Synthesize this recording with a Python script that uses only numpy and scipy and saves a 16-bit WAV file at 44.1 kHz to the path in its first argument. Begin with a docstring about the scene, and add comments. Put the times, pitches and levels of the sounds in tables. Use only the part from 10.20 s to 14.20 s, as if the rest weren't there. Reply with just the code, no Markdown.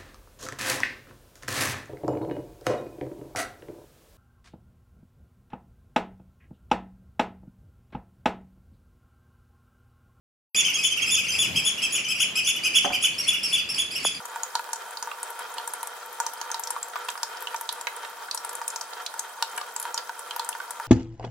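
"""A mudflat, where four oystercatchers pipe together over a wash of shallow water and a little mic wind.
Shrill kips slide up and break into a high register; lower whistles, arched pips and late, thin squeaks
fall between them, each a few harmonics on a trembling pitch, roughened by air and coloured by the bill.
Hollow wood knocks twice nearby, the banks echo birds and knocks, and one short plip comes near the end."""
import sys
import numpy as np
from scipy import signal
from scipy.fft import rfft, irfft, next_fast_len
from scipy.io import wavfile
from scipy.ndimage import uniform_filter1d, map_coordinates

SR = 44100
rng = np.random.default_rng(int(sys.argv[2]) if len(sys.argv) > 2 else 0)


def unload_audio(sound):
    """Save the sound as a 16-bit wav file, at the path given as the first command line argument."""
    columns = np.transpose(np.atleast_2d(sound))
    # keep every value between -1 and 1, then stretch to whole-number steps
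    steps = np.round(np.clip(columns, -1, 1) * 32767)
    wavfile.write(sys.argv[1], SR, steps.astype(np.int16))


N = 176400

# tone of the shallow water (frequency [Hz], level per Hz [dB])
WATER_EQ = [(20, -63), (100, -14.5), (200, -2.5), (800, -9.5), (2500, -6.5), (4000, -12), (14000, -30)]
# fader moves of the wind (time [s], level [dB])
WIND_GUSTS = [(.79, -56), (.86, -48.5), (1.18, -47.5), (1.37, -37), (1.5, -54.5)]
# rumble of wind on the mic (frequency [Hz], level per Hz [dB])
WIND_EQ = [(20, -46), (70, -2), (160, 1), (300, -11.5), (2000, -26)]
# stereo image of the noise layers (frequency [Hz], left-right correlation [ratio])
NOISE_IMAGE = [(50, 0.99), (300, 1), (1000, 0.34), (3000, 0.064), (10000, 0.94)]
# low whistles with a strong octave (centre time [s], top pitch [Hz], fundamental [dB], octave [dB])
LOW_WHISTLES = [(0.346, 2502, -30, -33), (0.595, 2555, -30.5, -36), (0.887, 2576, -31.5, -34.5),
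                (0.989, 2570, -30, -35.5), (1.144, 2560, -34.5, -33), (1.25, 2616, -33, -38.5),
                (1.384, 2627, -35, -32.5), (1.643, 2672, -29, -33), (1.908, 2639, -30.5, -33),
                (2.179, 2600, -29, -31.5), (2.459, 2555, -28.5, -32), (2.748, 2475, -30.5, -40)]
# the lead bird's kips
# (centre time [s], length [s], top pitch [Hz], fundamental [dB], octave [dB], left over right [dB])
LEAD_KIPS = [(0.387, 0.047, 3484, -26, -25.5, -9.5), (0.657, 0.042, 3456, -26.5, -27, 2),
             (0.933, 0.047, 3505, -23.5, -26, -4.5), (1.209, 0.043, 3464, -24.5, -28.5, 4),
             (1.473, 0.043, 3423, -24.5, -29.5, 6), (1.746, 0.043, 3432, -33, -31.5, 3),
             (2.019, 0.036, 3430, -29, -32, 11), (2.288, 0.036, 3454, -24, -27.5, -1),
             (2.569, 0.034, 3430, -19.5, -29, -5), (2.845, 0.038, 3405, -27, -33, -6),
             (3.094, 0.029, 3440, -22.5, -34, 3.5), (3.345, 0.033, 3467, -22, -37.5, 3.5),
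             (3.603, 0.038, 3428, -26, -35.5, -4), (3.862, 0.036, 3430, -27, -34, -3)]
# the other birds' shorter kips (centre time [s], top pitch [Hz], fundamental [dB], octave [dB])
ANSWER_KIPS = [(0.462, 3125, -19, -30), (0.554, 3300, -27, -29), (0.657, 3090, -26.5, -39),
               (0.723, 3132, -24, -34.5), (0.831, 3247, -29, -32), (1.096, 3150, -31, -30),
               (1.373, 3225, -21, -34.5), (1.641, 3240, -26, -34), (1.861, 3070, -28.5, -39.5),
               (2.256, 3080, -34, -31.5), (2.454, 3156, -48, -31.5), (2.65, 3120, -28.5, -35.5)]
# steeply arched pips (centre time [s], top pitch [Hz], fundamental [dB])
ARCHED_PIPS = [(0.401, 2850, -27), (0.499, 3002, -25.5), (0.784, 2900, -26.5), (0.845, 2800, -28),
               (0.992, 3147, -26), (1.053, 2837, -28), (1.108, 3180, -29.5), (1.156, 2720, -30.5),
               (1.241, 3000, -26.5), (1.483, 3165, -27.5), (1.591, 2948, -31), (1.765, 3050, -27),
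               (1.795, 2800, -29.5), (1.915, 3226, -29), (1.968, 2880, -30), (2.019, 3148, -21),
               (2.184, 3126, -25), (2.293, 3134, -24.5), (2.371, 2963, -27.5), (2.47, 3104, -25.5),
               (2.575, 3104, -23.5), (2.749, 3115, -25.5), (2.854, 3060, -21), (3.142, 2950, -23.5),
               (3.39, 2974, -29), (3.772, 3006, -32)]
# thin squeaks, mostly octave (centre time [s], top pitch [Hz], level [dB])
THIN_SQUEAKS = [(2.945, 2330, -46.5), (3, 2823, -31), (3.045, 2240, -36), (3.191, 2740, -44),
                (3.25, 2775, -28.5), (3.297, 2454, -36.5), (3.396, 2476, -38.5), (3.508, 2770, -32),
                (3.562, 2610, -34.5), (3.727, 2580, -36), (3.768, 2775, -33.5), (3.815, 2350, -43),
                (3.874, 2600, -37), (3.961, 2466, -41)]
# air noise in the calls (frequency [Hz], level [dB])
RASP_EQ = [(1200, -43.5), (2400, 7), (3200, 10.5), (3900, -15.5), (5300, 0), (8000, -12), (14000, -19.5)]
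# the notch that throat and bill leave above the fundamental (frequency [Hz], gain [dB])
BILL_EQ = [(3520, -0.5), (3750, -40), (4150, -7), (4750, 0.5)]
# reverb time of the banks (frequency [Hz], t60 [s])
BANK_DECAY = [(200, 0.29), (1500, 0.35), (3000, 0.46), (7000, 0.34), (13000, 0.25)]
# tone of the echo return (frequency [Hz], gain [dB])
BANK_EQ = [(200, 1), (1500, -5), (2500, 0), (3300, -2.5), (7000, -4), (11000, -5.5), (14000, -15)]
# a blow and its rebound (time [s], level [dB])
WOOD_HITS = [(2.6464, -24.5), (2.7028, -31.5)]
# modes of the hollow wood (frequency [Hz], level [dB], t60 [s])
WOOD_MODES = [(245, -5, 0.1), (579, -7.5, 0.24), (728, -3.5, 0.17), (788, -3.5, 0.11)]
# contact noise of a knock (frequency [Hz], level per Hz [dB])
CRACK_EQ = [(70, -40), (230, -1), (900, 2.5), (1900, -5.5), (3000, -40)]

LOW_UPPER_DB, ANSWER_UPPER_DB, PIP_UPPER_DB = [-8.5, -8, -20], [-8.5, -22], [-11.5, -5]  # over the octave
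SQUEAK_PARTIALS_DB = [-6.5, 1, -13.5, -10, -22]  # partials 1-5 against the squeak's level
LOW_REGISTER_DB = [-8.5, -6.5, -13, 3]  # partials 1-4 against the high register
EDGE_S, HALF_S = 0.0069, .07  # a note's fade; half the span it is built in
NOTE_T = np.arange(-HALF_S, HALF_S, 1 / SR)  # seconds from a note's centre


def amp(db):
    return 10 ** (np.asarray(db) / 20)


def along(points, hz):
    """Read a breakpoint curve on a log frequency axis."""
    f, v = np.transpose(points)
    return np.interp(np.log(hz + 1), np.log(f + 1), v)


def wobble(rate, size=N):
    """A smooth random modulator, rate knots a second."""
    knots = rng.standard_normal(int(size * rate / SR) + 4)
    return map_coordinates(knots, [np.arange(size) * rate / SR])


def filtered(x, response):
    """Zero-phase EQ; response gives the gain at each frequency."""
    size = next_fast_len(N + SR // 2)
    return irfft(rfft(x, size) * response(np.fft.rfftfreq(size, 1 / SR)), size)[..., :N]


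def rush(eq):
    """Coloured stereo noise of rms 1, its width set band by band."""
    def mid_side_gains(hz):
        width = np.arccos(np.clip(along(NOISE_IMAGE, hz), -1, 1)) / 2
        return amp(along(eq, hz)) * [np.cos(width), np.sin(width)]
    mid, side = filtered(rng.standard_normal((2, N)), mid_side_gains)
    noise = np.array([mid + side, mid - side])
    return noise / np.sqrt(np.mean(noise ** 2) + 1e-20)


def panned(x, pan_db):
    """Level panning; positive is left."""
    return amp([[pan_db / 2], [-pan_db / 2]]) * x


def add(out, start_s, x):
    """Mix x into out from start_s on."""
    part = out[:, round(start_s * SR):][:, :x.shape[-1]]
    part += x[..., :part.shape[1]]


def step(t, width):
    """A smooth fade from 0 to 1 around t = 0."""
    return .5 + .5 * np.tanh(t / width)


def water(level_db=-42.5):
    """The bed: shallow water washes steadily, its level wavering a little."""
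    return amp(level_db + 1.3 * wobble(8.12)) * rush(WATER_EQ)


def wind(pan_db=6):
    """Gusts bump the microphone with a low rumble."""
    gust_db = np.interp(np.arange(N) / SR, *np.transpose(WIND_GUSTS))
    return panned(amp(gust_db + 0.62 * wobble(29.55)) * rush(WIND_EQ), pan_db)


def voice(pitch, gains, pan_db, undertone=0, flutter_db=3, rough_rad=0.065, swell_db_per_s=120):
    """Harmonics on a trembling pitch; the fundamental swells up to mid-note and leans to one side."""
    size = len(pitch)
    jitter = 0.0031 * wobble(482.6, size)
    wander = 0.0044 * wobble(129.2, size)
    phase = 2 * np.pi * np.cumsum(pitch * (1 + jitter + wander)) / SR
    phase += rough_rad * wobble(1500, size)  # grit that smears the high partials most
    partials = []
    for k, gain in enumerate(gains, 1):
        flutter = amp(flutter_db * wobble(218.7, size))
        partials.append(np.sqrt(2) * gain * flutter * np.sin(k * phase) * (k * pitch < SR / 2))
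    swell = amp(swell_db_per_s * np.minimum(NOTE_T, 0))
    return panned(partials[0] * swell, pan_db) + sum(partials[1:]) + undertone * np.sin(phase / 2)


def pip(length, hz, levels_db, droop, attack_s=0.0016, undertone_db=-18):
    """One unbroken arch of pitch with a hard attack; droop sets how far its ends sag."""
    pitch = hz / (1 + droop * np.minimum((2 * NOTE_T / length) ** 2, 2))
    envelope = step(NOTE_T + length / 2, attack_s) * step(length / 2 - NOTE_T, EDGE_S)
    # a soft slur an octave below the rise of the arch
    undertone = amp(levels_db[0] + undertone_db) * envelope * step(length / 4 - NOTE_T, EDGE_S)
    return voice(pitch, [amp(db) * envelope for db in levels_db], rng.normal(0, 5.4), undertone)


def kip(length, hz, levels_db, droop, pan_db, low_trim_db=0, lead_s=0.015, trail_s=0.011):
    """The voice slides up in the low register, breaks into a high arch, and drops back."""
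    t = NOTE_T
    outside_s = np.abs(t) - length / 2
    high = step(-outside_s, 0.00069)  # the register flips almost at once
    lean = 1 + 0.31 * np.sign(t)  # the arch falls further than it rises
    arch = 1 - droop * np.minimum((2 * t / length) ** 2, 2) * lean
    slide = .83 * np.exp(-12 * np.maximum(outside_s, 0))  # low register as a share of top pitch
    envelope = step(t + length / 2 + lead_s, EDGE_S) * step(length / 2 + trail_s - t, EDGE_S)
    low_gains = amp(np.add(low_trim_db, LOW_REGISTER_DB))
    gains = [amp(db) * envelope * (high + (1 - high) * low) for db, low in zip(levels_db, low_gains)]
    return voice(hz * (high * arch + (1 - high) * slide), gains, pan_db)


def birds(answer_db=-1, pip_db=-2):
    """The dry piping: every call on its cue."""
    out = np.zeros((2, N))
    for s, length, hz, first, octave, pan in LEAD_KIPS:
        levels = [first, octave, -31.5, -49]
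        add(out, s - HALF_S, kip(length, hz, levels, droop=0.051, pan_db=pan, low_trim_db=0.5))
    for s, hz, first, octave in ANSWER_KIPS:
        levels = [first, octave, *np.add(octave, ANSWER_UPPER_DB)]
        call = kip(.024, hz, levels, droop=0.03, pan_db=rng.normal(0, 6.2))
        add(out, s - HALF_S, amp(answer_db) * call)
    for s, hz, first, octave in LOW_WHISTLES:
        levels = [first, octave, *np.add(octave, LOW_UPPER_DB)]
        add(out, s - HALF_S, pip(.048, hz, levels, droop=0.07))
    for s, hz, db in THIN_SQUEAKS:
        add(out, s - HALF_S, pip(.037, hz, np.add(db, SQUEAK_PARTIALS_DB), droop=0.15))
    for s, hz, first in ARCHED_PIPS:
        octave = first - 12
        levels = [first, octave, *np.add(octave, PIP_UPPER_DB)]
        add(out, s - HALF_S, amp(pip_db) * pip(.037, hz, levels, droop=0.27))
    return out


def rasp(calls, level_db=-8.5):
    """Air noise that rides the envelope of the calls."""
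    envelope = np.sqrt(np.abs(uniform_filter1d(np.mean(calls ** 2, axis=0), size=500)))
    return amp(level_db) * envelope * rush(RASP_EQ)


def bill(calls):
    """Throat and bill carve a notch above the fundamental."""
    return filtered(calls, lambda hz: amp(along(BILL_EQ, hz)))


def banks(x, predelay_s=0.0017, correlation=0.21, count=8):
    """Scattered echoes off the banks; one pattern crossfades to the next as the birds walk about."""
    out, place = np.zeros((2, N)), np.linspace(0, count - 1, N)
    width = np.arccos(correlation) / 2
    for k in range(count):
        hz, t, noise = signal.stft(rng.standard_normal((2, SR // 2)), SR, nperseg=256)
        decay = amp(-60 * t / along(BANK_DECAY, hz)[:, None]) * step(t - predelay_s, 0.0024)
        decay /= np.sqrt(np.sum(decay ** 2, axis=1, keepdims=True) * t[1] * SR)  # equal energy per band
        _, tails = signal.istft(noise * decay * amp(along(BANK_EQ, hz))[:, None], SR, nperseg=256)
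        mid, side = tails * [[np.cos(width)], [np.sin(width)]]
        send = np.sqrt(np.maximum(1 - np.abs(place - k), 0)) * x.mean(axis=0)
        out += signal.fftconvolve(send[None], np.array([mid + side, mid - side]), axes=1)[:, :N]
    return out


def knocks(crack_db=2, crack_t60=0.081, pan_db=-8):
    """A blow on hollow wood and its weak rebound: a crack and a few short modes."""
    out, t = np.zeros((2, N)), np.arange(N) / SR
    ring = sum(amp(db - 60 * t / t60) * np.sin(2 * np.pi * hz * t) for hz, db, t60 in WOOD_MODES)
    for s, db in WOOD_HITS:
        crack = amp(crack_db - 60 * t / crack_t60) * rush(CRACK_EQ)
        add(out, s, panned(amp(db) * (ring + crack), pan_db))
    return out


def plip(at_s=3.8513, level_db=-17, width_s=0.0017, hz=850, fall_per_s=410, pan_db=5):
    """A two-cycle blip that dives in pitch."""
    out = np.zeros((2, N))
    phase = 2 * np.pi * hz * (1 - np.exp(-fall_per_s * NOTE_T)) / fall_per_s
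    envelope = amp(level_db) * np.exp(-(NOTE_T / width_s) ** 2)
    add(out, at_s - HALF_S, panned(envelope * np.cos(phase), pan_db))
    return out


def scene():
    """Birds and knocks feed the echoes; plip, water and wind stay dry."""
    calls = birds()
    direct = bill(calls + rasp(calls)) + knocks()
    return direct + banks(direct) + plip() + water() + wind()


def record(dry, start_s=.347, top_hz=14400):
    """A hard cut in after a short silence, and a brick-wall low-pass."""
    gate = np.arange(N) / SR > start_s
    return filtered(dry * gate, lambda hz: hz < top_hz)


dry = scene()
out = record(dry)
unload_audio(out)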